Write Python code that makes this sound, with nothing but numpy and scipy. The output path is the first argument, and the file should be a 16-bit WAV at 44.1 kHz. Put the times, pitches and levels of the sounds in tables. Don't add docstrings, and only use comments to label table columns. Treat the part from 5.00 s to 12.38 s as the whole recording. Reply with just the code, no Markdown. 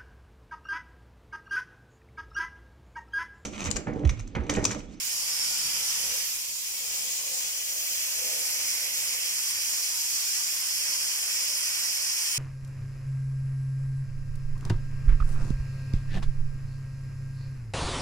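import sys
import numpy as np
from scipy import signal
from scipy.fft import rfft, irfft, next_fast_len
from scipy.io import wavfile
from scipy.ndimage import map_coordinates

SR = 44100
rng = np.random.default_rng(int(sys.argv[2]) if len(sys.argv) > 2 else 0)


def pcm_store(signal):
    levels = np.round(np.clip(np.atleast_2d(signal), -1, 1) * 32767)
    wavfile.write(sys.argv[1], SR, levels.astype(np.int16).T)


N = 325458
TIME_S = np.arange(N) / SR
FFT_SIZE = next_fast_len(N)
FREQS_HZ = np.maximum(np.arange(FFT_SIZE // 2 + 1) * SR / FFT_SIZE, 1)

# frequency in Hz, relative density in dB.
ROAR_SPECTRUM = [(450, -30), (750, -12.5), (1000, -2.5), (1220, -5), (1360, -2.5), (1480, 0), (1650, 0),
                 (2100, 1), (3000, -57), (5000, -45)]
RUSH_SPECTRUM = [(1400, -23), (1850, -5.5), (2150, -0.5), (2450, 4), (2750, 0.8), (3050, 2.5), (3350, 2.5),
                 (3620, -7.5), (4100, -7), (5000, -19.5)]
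FIZZ_SPECTRUM = [(10000, -28.5), (10900, -1), (11400, 2.5), (12000, 0), (12600, -1), (13200, -1),
                 (14000, -7), (14700, -9), (15500, -27)]
KERF_SPECTRUM = [(3700, -41.5), (4250, -9.5), (4750, -2.5), (5050, -1), (5400, 1.5), (5750, -1.5),
                 (6020, 1), (6400, -6), (7200, -7), (9000, -41)]
NOZZLE_SPECTRUM = [(2800, -29), (3800, -5.5), (4500, -5.5), (6200, -4), (6650, 6), (6850, 3.5), (7150, 6.5),
                   (7600, 2.5), (8300, -5), (10000, -13), (13700, -13), (14550, -2.5), (15000, -1.5),
                   (15500, -12)]
SPRAY_SPECTRUM = [(6000, -26.5), (7800, 0), (8500, 1), (9100, -0.5), (9700, 3.5), (10250, 2.5),
                  (10700, -1.5), (11500, -23), (14000, -40)]
RUMBLE_SPECTRUM = [(15, -5), (43, 3), (72, 0), (100, -0.7), (185, 0.3), (240, -4.5), (330, -7.5),
                   (450, -16), (900, -54)]
DRONE_SPECTRUM = [(250, -29), (400, -8.5), (510, 4), (590, 1.5), (665, -5.5), (760, 0.5), (950, -8.5),
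                  (1500, -47)]

# frequency in Hz, left over right in dB.
MIC_BALANCE = [(28, 4), (70, 1.5), (700, 4), (1100, -0.5), (1600, -7), (2100, -11), (2500, -8.5),
               (3100, -3.5), (4100, -1), (5000, -2.5), (6500, -0.5), (7500, 5), (8900, -3.5), (9800, 4),
               (11300, -10), (15000, 0)]
# frequency in Hz, share of power 0-1.
MIC_LIKENESS = [(30, 0.36), (500, 0.82), (1100, 0.83), (1700, 0.52), (2700, 0.28), (3600, 1), (4300, 0.67),
                (5200, 0.81), (6300, 0.36), (8300, 0.64), (8900, 0.1), (9700, 0.39), (11500, 0.4),
                (15000, .22)]
# frequency in Hz, lead of the left in radians.
MIC_LEAD = [(100, 0), (1750, .25), (2300, 1.5), (3000, 3.0), (4050, 3.2), (4700, 4.6), (5700, 6.2),
            (6400, 8.3), (7000, 10.1), (8700, 11.3), (9100, 14), (10700, 15.2), (12500, 21), (15500, 31)]

# time in seconds, dB about the steady cut.
VIGOUR = [(0.0, -4), (.17, -2.5), (.29, -0.6), (0.98, 0.3), (1.19, -1), (1.3, -3), (1.48, -7), (1.82, -6.5),
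          (1.92, -3.5), (2.24, -5), (2.36, -3), (2.65, -5.5), (3.04, -1.8), (3.7, 0), (3.78, -1.1),
          (5.42, 0), (5.56, -0.4), (5.86, 0.75), (6.68, 0.5), (7.36, 1.6)]
# peak in seconds, length in seconds, change of vigour in dB.
SPITS = [(0.42, 0.055, 2.5), (1.198, 0.03, 0), (2.08, .04, -0.5), (3.9, 0.094, -2), (4.176, 0.033, -3),
         (5.365, 0.051, 1), (5.525, 0.09, 0), (6.325, 0.064, -0.5), (6.598, .05, 0.5), (7.0, .06, 0)]
# time in seconds, left over right in dB.
BEAM = [(0.0, -2), (0.32, -4), (1.04, -6), (1.4, 4), (2.32, 4.5), (3.36, 1), (5.0, -1.5), (7.38, -2)]
# time in seconds, level in dB, left over right in dB.
RUSH_VIEW = [(0, -41.5, -4.5), (0.7, -39, -3), (1.201, -38.5, -5.5), (1.5, -46, -6), (1.95, -41, 0.5),
             (2.65, -41.5, -2), (3.0, -39, -0.5), (3.5, -39, -2.5), (4.2, -38, -3), (4.9, -40.5, -1.5),
             (5.7, -39.6, -4.5), (6.35, -38.5, -3), (6.8, -39, -4), (7.38, -38.5, -5)]
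# time in seconds, level in dB, left over right in dB.
FIZZ_VIEW = [(0, -39, -3.5), (.6, -38.5, -1), (1.1, -36.5, -2), (1.45, -43.5, 0), (2.0, -41.5, 7),
             (2.6, -43.5, 5), (3.1, -39, -3), (3.6, -39, -4), (4.4, -38, -4.5), (5.3, -37.5, -4),
             (6.2, -38.5, -2), (7.38, -39, -3)]
# time in seconds, steady-cut level in dB, left over right in dB.
NOZZLE_VIEW = [(0.0, -30, -8), (.4, -36, 17), (1.4, -32.5, -4.5), (2.1, -29.5, -2.5), (3.4, -33, -2),
               (5.2, -32, 0), (6.2, -35, 2), (7.38, -34, 3)]
# time in seconds, frequency in Hz.
SLOT_PITCH = [(0, 5418), (.5, 5353), (.9, 5587), (1.2, 5884), (2.2, 5514), (3.6, 5495), (4.4, 5580),
              (4.95, 5858), (5.4, 5550), (5.8, 5200), (6.4, 5292), (7.38, 5460)]
# time in seconds, further lead of the left in radians.
KERF_LEAD = [(0, 0.52), (.75, 0.49), (1.25, -.6), (1.75, -0.051), (2.75, -.4), (3.25, -0.73), (3.75, -0.23),
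             (4.75, 0.31), (5.75, 0.25), (7.38, .3)]
# time in seconds, share of power 0-1.
INDIRECT = [(0, 0.5), (1.7, 0.47), (2.3, 0.3), (2.8, 0.07), (4.6, 0.02), (5.25, 0.4), (5.75, 0.07),
            (7.38, .03)]

# peak in seconds, length in seconds, rumble rise in dB,
# drone rise in dB, rumble swing to the left in dB.
GUSTS = [(.03, 0.19, 1.5, -6, 6), (.42, .09, 0, -1, 1), (.63, 0.15, 2, 1, 4), (.68, 0.71, 7.5, 6.5, 11),
         (1.055, 0.16, 4, 7, 0), (1.905, 0.38, 5, 7, -5), (2.325, 0.25, -1, 7, 4),
         (2.62, .18, -1, -0.5, -4), (3.287, 0.15, -2, 0.5, -2), (3.45, 1.46, 1, 9, 2),
         (5.1, .6, -2.5, -3, -2), (5.92, .14, 4, 0, 7), (6.76, 0.09, 5, 1, 4), (7.36, 0.23, 1, -6, 0)]
# time in seconds, frequency in Hz, level in dB before flutter.
HELD_NOTE = [(0, 593, -75), (.4, 594, -73), (.9, 600, -84), (1.8, 598, -87), (2.15, 606, -67),
             (2.55, 618, -73), (2.8, 624, -62), (3.1, 626, -61.5), (3.5, 630, -63), (3.72, 630, -66),
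             (3.95, 629, -77), (4.6, 629, -71), (5.0, 610, -73), (5.6, 600, -71), (5.95, 605, -60),
             (6.2, 603, -73), (6.5, 602, -63), (7.0, 602, -66.5), (7.38, 611, -69.5)]
# peak in seconds, length in seconds, frequency at the peak in Hz, level in dB.
PIPINGS = [(3.307, .26, 474, -57), (4.968, 0.19, 932, -62), (5.221, 0.084, 928, -59),
           (5.3, .25, 734, -69.5), (5.412, .11, 910, -61), (6.87, 0.37, 738, -68), (7.171, 0.11, 930, -62)]
# peak in seconds, length in seconds, frequency in Hz,
# half-width in Hz, level in dB before the common trim, left over right in dB.
WHISTLES = [(.42, .45, 5290, 45, -45, 0), (.46, .3, 7100, 18, -45, 4), (.5, .8, 4780, 150, -44, 0),
            (.55, .65, 5470, 25, -45, 0), (.7, .8, 10250, 300, -48, -8), (.8, 1.4, 3700, 250, -53, -3),
            (1.0, .5, 6030, 50, -46, 3), (1.3, .28, 13900, 600, -46, -10), (1.45, .3, 2500, 300, -54, 6),
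            (1.75, .45, 14600, 450, -47, -1), (2.3, .7, 13700, 250, -51, -14),
            (2.85, .3, 13300, 350, -49, -14), (2.85, .55, 14600, 450, -46, -9),
            (3.0, .7, 6300, 450, -43.5, 3), (3.3, .55, 13100, 450, -45.5, -12),
            (3.8, .5, 12300, 350, -48, -10), (3.85, 1.1, 2150, 200, -52, -2),
            (5.145, .11, 6690, 15, -46, 0)]
# peak in seconds, length in seconds, frequency in Hz,
# half-width in Hz, level in dB.
HOOTS = [(.5, 1.27, 970, 330, -56.5), (.75, 0.76, 192, 18, -70.5), (.85, 0.67, 1375, 76, -60),
         (1.108, 0.22, 515, 51, -57), (1.9, 0.18, 1380, 50, -64.5), (2.1, 1.3, 1070, 59, -65),
         (2.1, 0.43, 195, 12, -71), (2.286, 0.2, 515, 15, -63), (2.302, 0.24, 390, 56, -69),
         (2.375, .14, 767, 22, -58), (3.295, 0.2, 215, 38, -66), (3.298, .25, 370, 47, -67),
         (3.327, 0.15, 530, 45, -53.5), (3.3, 0.14, 630, 40, -61), (3.7, 0.71, 394, 58, -67.5),
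         (3.956, 0.14, 533, 15, -61), (4.651, 0.39, 530, 22, -63.5)]

ROAR_DB, ROAR_FOLLOWS = -49.5, 1.13
KERF_DB, KERF_FOLLOWS = -32.5, 0.86
SPRAY_DB, SPRAY_FOLLOWS = -36, 0.69
SLOT_DB, SLOT_FOLLOWS = -42, 2.1
NOZZLE_FOLLOWS = 0.59
SLOT_HALF_WIDTH_HZ, SLOT_WANDER_HZ = 220, 69.57
ROAR_LEAN_DB, ROAR_BEAM = 4, 0.66
SPRAY_LEAN_DB, SPRAY_BEAM = -1.3, 0.13
RUMBLE_DB, DRONE_DB = -67, -64.5
SAG_HZ_PER_S = 14
HUM_HZ, HUM_DB = 96, -80.5
ECHO_DB = -19
TAIL_T60_S = 0.28
TAIL_SWAY_S = 0.0006
CUTOFF_HZ = 15750


def from_db(db):
    return 10 ** (np.asarray(db) / 20)


def in_time(rows):
    s, *columns = np.transpose(rows)
    return [np.interp(TIME_S, s, column) for column in columns]


def at_hz(rows, hz=FREQS_HZ):
    knots_hz, values = np.transpose(rows)
    return np.interp(np.log(hz), np.log(knots_hz), values)


def pan(lean_db):
    sides = from_db(lean_db * np.array([[0.5], [-0.5]]))
    return np.sqrt(2) * sides / np.hypot(*sides)


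def bell(peak_s, length_s):
    return 0.5 ** ((2 * (TIME_S - peak_s) / length_s) ** 2)


def rise_and_fall(peak_s, length_s, db):
    return from_db(db) * bell(peak_s, length_s)


def drift(rate_hz):
    step, settle = 40, 2000
    pole = np.exp(-2 * np.pi * rate_hz * step / SR)
    noise = rng.standard_normal(N // step + settle + 2)
    slow = signal.lfilter([1], [1, -2 * pole, pole * pole], noise)[settle:]
    return np.interp(np.arange(N) / step, np.arange(len(slow)), slow / slow.std())


def turbulence():
    direct, *diffuse = rfft(rng.standard_normal((3, FFT_SIZE)))
    alike = np.clip(at_hz(MIC_LIKENESS), 0, 1)
    pair = np.sqrt(alike) * direct + np.sqrt(1 - alike) * np.array(diffuse)
    pair[1] *= np.exp(-1j * at_hz(MIC_LEAD))
    return pair * pan(at_hz(MIC_BALANCE))


def coloured(noise, response):
    x = irfft(noise * response, FFT_SIZE)[:, :N]
    return x / x.std()


def resonance(hz, half_width_hz):
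    return 1 / (1 + ((FREQS_HZ - hz) / half_width_hz) ** 2)


def gas(spectrum, level_db, flutter_db, flutter_hz):
    gain = from_db(level_db + flutter_db * drift(flutter_hz))
    return gain * coloured(turbulence(), from_db(at_hz(spectrum)))


def aimed(spectrum, view, flutter_db, flutter_hz):
    level_db, lean_db = in_time(view)
    x = coloured(turbulence(), from_db(at_hz(spectrum)))
    x = x / x.std(axis=1, keepdims=True)
    return from_db(level_db + flutter_db * drift(flutter_hz)) * pan(lean_db) * x


def shrill(vigour_db):
    hz = in_time(SLOT_PITCH)[0] + SLOT_WANDER_HZ * drift(3)
    centre_hz = hz.mean()
    band = coloured(turbulence(), resonance(centre_hz, SLOT_HALF_WIDTH_HZ))
    slide = np.exp(2j * np.pi * np.cumsum(hz - centre_hz) / SR)
    slid = (signal.hilbert(band, FFT_SIZE)[:, :N] * slide).real
    return from_db(SLOT_DB + SLOT_FOLLOWS * vigour_db) * slid


def shifted(x):
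    lead_rad, = in_time(KERF_LEAD)
    right = signal.hilbert(x[1], FFT_SIZE)[:N] * np.exp(-1j * lead_rad)
    return np.array([x[0], right.real])


def sparks(level_db, per_s, spread_db, decay_s):
    sizes = from_db(spread_db * np.minimum(rng.exponential(1, N), 4))
    bursts = (rng.random(N) < per_s / SR) * sizes
    envelope = signal.lfilter([1], [1, -np.exp(-1 / (decay_s * SR))], bursts + 1e-18)
    response = sum(from_db(at_hz(spectrum)) for spectrum in (SPRAY_SPECTRUM, FIZZ_SPECTRUM, KERF_SPECTRUM))
    crackle = envelope * coloured(turbulence(), response)
    return from_db(level_db) * crackle / crackle.std()


def reflections(x, longest_s, sway_s, count=10):
    out = x.copy()
    for channel in range(2):
        for delay_s in rng.uniform(longest_s / 10, longest_s, count):
            arrival_s = TIME_S - delay_s - sway_s * drift(0.23)
            out[channel] += from_db(ECHO_DB) * np.interp(arrival_s, TIME_S, x[channel], left=0)
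    return out / np.sqrt(1 + count * from_db(ECHO_DB) ** 2)


def workshop(x):
    share = np.clip(in_time(INDIRECT)[0], 0, 1)
    tail = rfft(rng.standard_normal((2, N)) * from_db(-60 * TIME_S / TAIL_T60_S), FFT_SIZE)
    wet = irfft(rfft(x, FFT_SIZE) * tail / np.abs(tail), FFT_SIZE)[:, :N]
    swayed = np.array([map_coordinates(side, [(TIME_S - TAIL_SWAY_S * drift(0.5)) * SR], order=3)
                       for side in wet])
    return np.sqrt(1 - share) * x + np.sqrt(share) * swayed


def hiss():
    vigour_db = in_time(VIGOUR)[0] + sum(db * bell(s, length_s) for s, length_s, db in SPITS)
    beam_db, = in_time(BEAM)
    nozzle_db, nozzle_lean_db = in_time(NOZZLE_VIEW)
    spray_db = SPRAY_DB + SPRAY_FOLLOWS * vigour_db
    roar = gas(ROAR_SPECTRUM, ROAR_DB + ROAR_FOLLOWS * vigour_db, flutter_db=1.0, flutter_hz=13)
    rush = aimed(RUSH_SPECTRUM, RUSH_VIEW, flutter_db=1.0, flutter_hz=27)
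    fizz = aimed(FIZZ_SPECTRUM, FIZZ_VIEW, flutter_db=1.2, flutter_hz=20)
    kerf = gas(KERF_SPECTRUM, KERF_DB + KERF_FOLLOWS * vigour_db, flutter_db=0.9, flutter_hz=12.5)
    kerf = kerf + shrill(vigour_db)
    nozzle = gas(NOZZLE_SPECTRUM, nozzle_db + NOZZLE_FOLLOWS * vigour_db, flutter_db=0.96, flutter_hz=14)
    spray = gas(SPRAY_SPECTRUM, spray_db, flutter_db=1.0, flutter_hz=28)
    crackle = sparks(spray_db - 21.0, per_s=120, spread_db=13.0, decay_s=0.00089)
    beamed = (shifted(kerf) * pan(beam_db) + nozzle * pan(nozzle_lean_db)
              + roar * pan(ROAR_LEAN_DB + ROAR_BEAM * beam_db)
              + spray * pan(SPRAY_LEAN_DB + SPRAY_BEAM * beam_db))
    return workshop(reflections(beamed + rush + fizz + crackle, longest_s=0.014, sway_s=0.00005))


def mains_hum():
    return from_db(HUM_DB) * np.sqrt(2) * np.sin(2 * np.pi * HUM_HZ * TIME_S)


def tone(hz, gain, waver_hz, flutter_db):
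    phase = 2 * np.pi * np.cumsum(hz + waver_hz * drift(23.4)) / SR
    strength = gain * from_db(flutter_db * drift(5.8))
    return strength * pan(at_hz(MIC_BALANCE, hz.mean())) * np.sqrt(2) * np.sin(phase)


def sing():
    hz, level_db = in_time(HELD_NOTE)
    notes = tone(hz, from_db(level_db), waver_hz=2.2, flutter_db=2.0)
    for peak_s, length_s, peak_hz, db in PIPINGS:
        sagging_hz = peak_hz - SAG_HZ_PER_S * (TIME_S - peak_s)
        notes = notes + tone(sagging_hz, rise_and_fall(peak_s, length_s, db), waver_hz=3.85, flutter_db=2.0)
    return notes


def swell(noise, peak_s, length_s, hz, half_width_hz, db):
    return rise_and_fall(peak_s, length_s, db) * coloured(noise, resonance(hz, half_width_hz))


def bore():
    rumble_rise_db, drone_rise_db, swing_db = sum(
        np.outer(changes_db, bell(s, length_s)) for s, length_s, *changes_db in GUSTS)
    rumble = gas(RUMBLE_SPECTRUM, RUMBLE_DB + rumble_rise_db, flutter_db=2.0, flutter_hz=5.1)
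    drone = gas(DRONE_SPECTRUM, DRONE_DB + drone_rise_db, flutter_db=2.0, flutter_hz=3.8)
    flow = turbulence()
    hoots = sum(swell(flow, *row) for row in HOOTS)
    air = reflections(rumble * pan(swing_db) + drone, longest_s=0.028, sway_s=0.00018)
    return air + hoots + sing()


def whistles(trim_db):
    flow = turbulence()
    return from_db(trim_db) * sum(swell(flow, *row) * pan(lean_db) for *row, lean_db in WHISTLES)


def scene():
    return hiss() + mains_hum() + bore() + whistles(trim_db=3.5)


def record(dry):
    low_pass = signal.ellip(12, 0.1, 90, CUTOFF_HZ, fs=SR, output="sos")
    return signal.sosfilt(low_pass, dry)


dry = scene()
out = record(dry)
pcm_store(out)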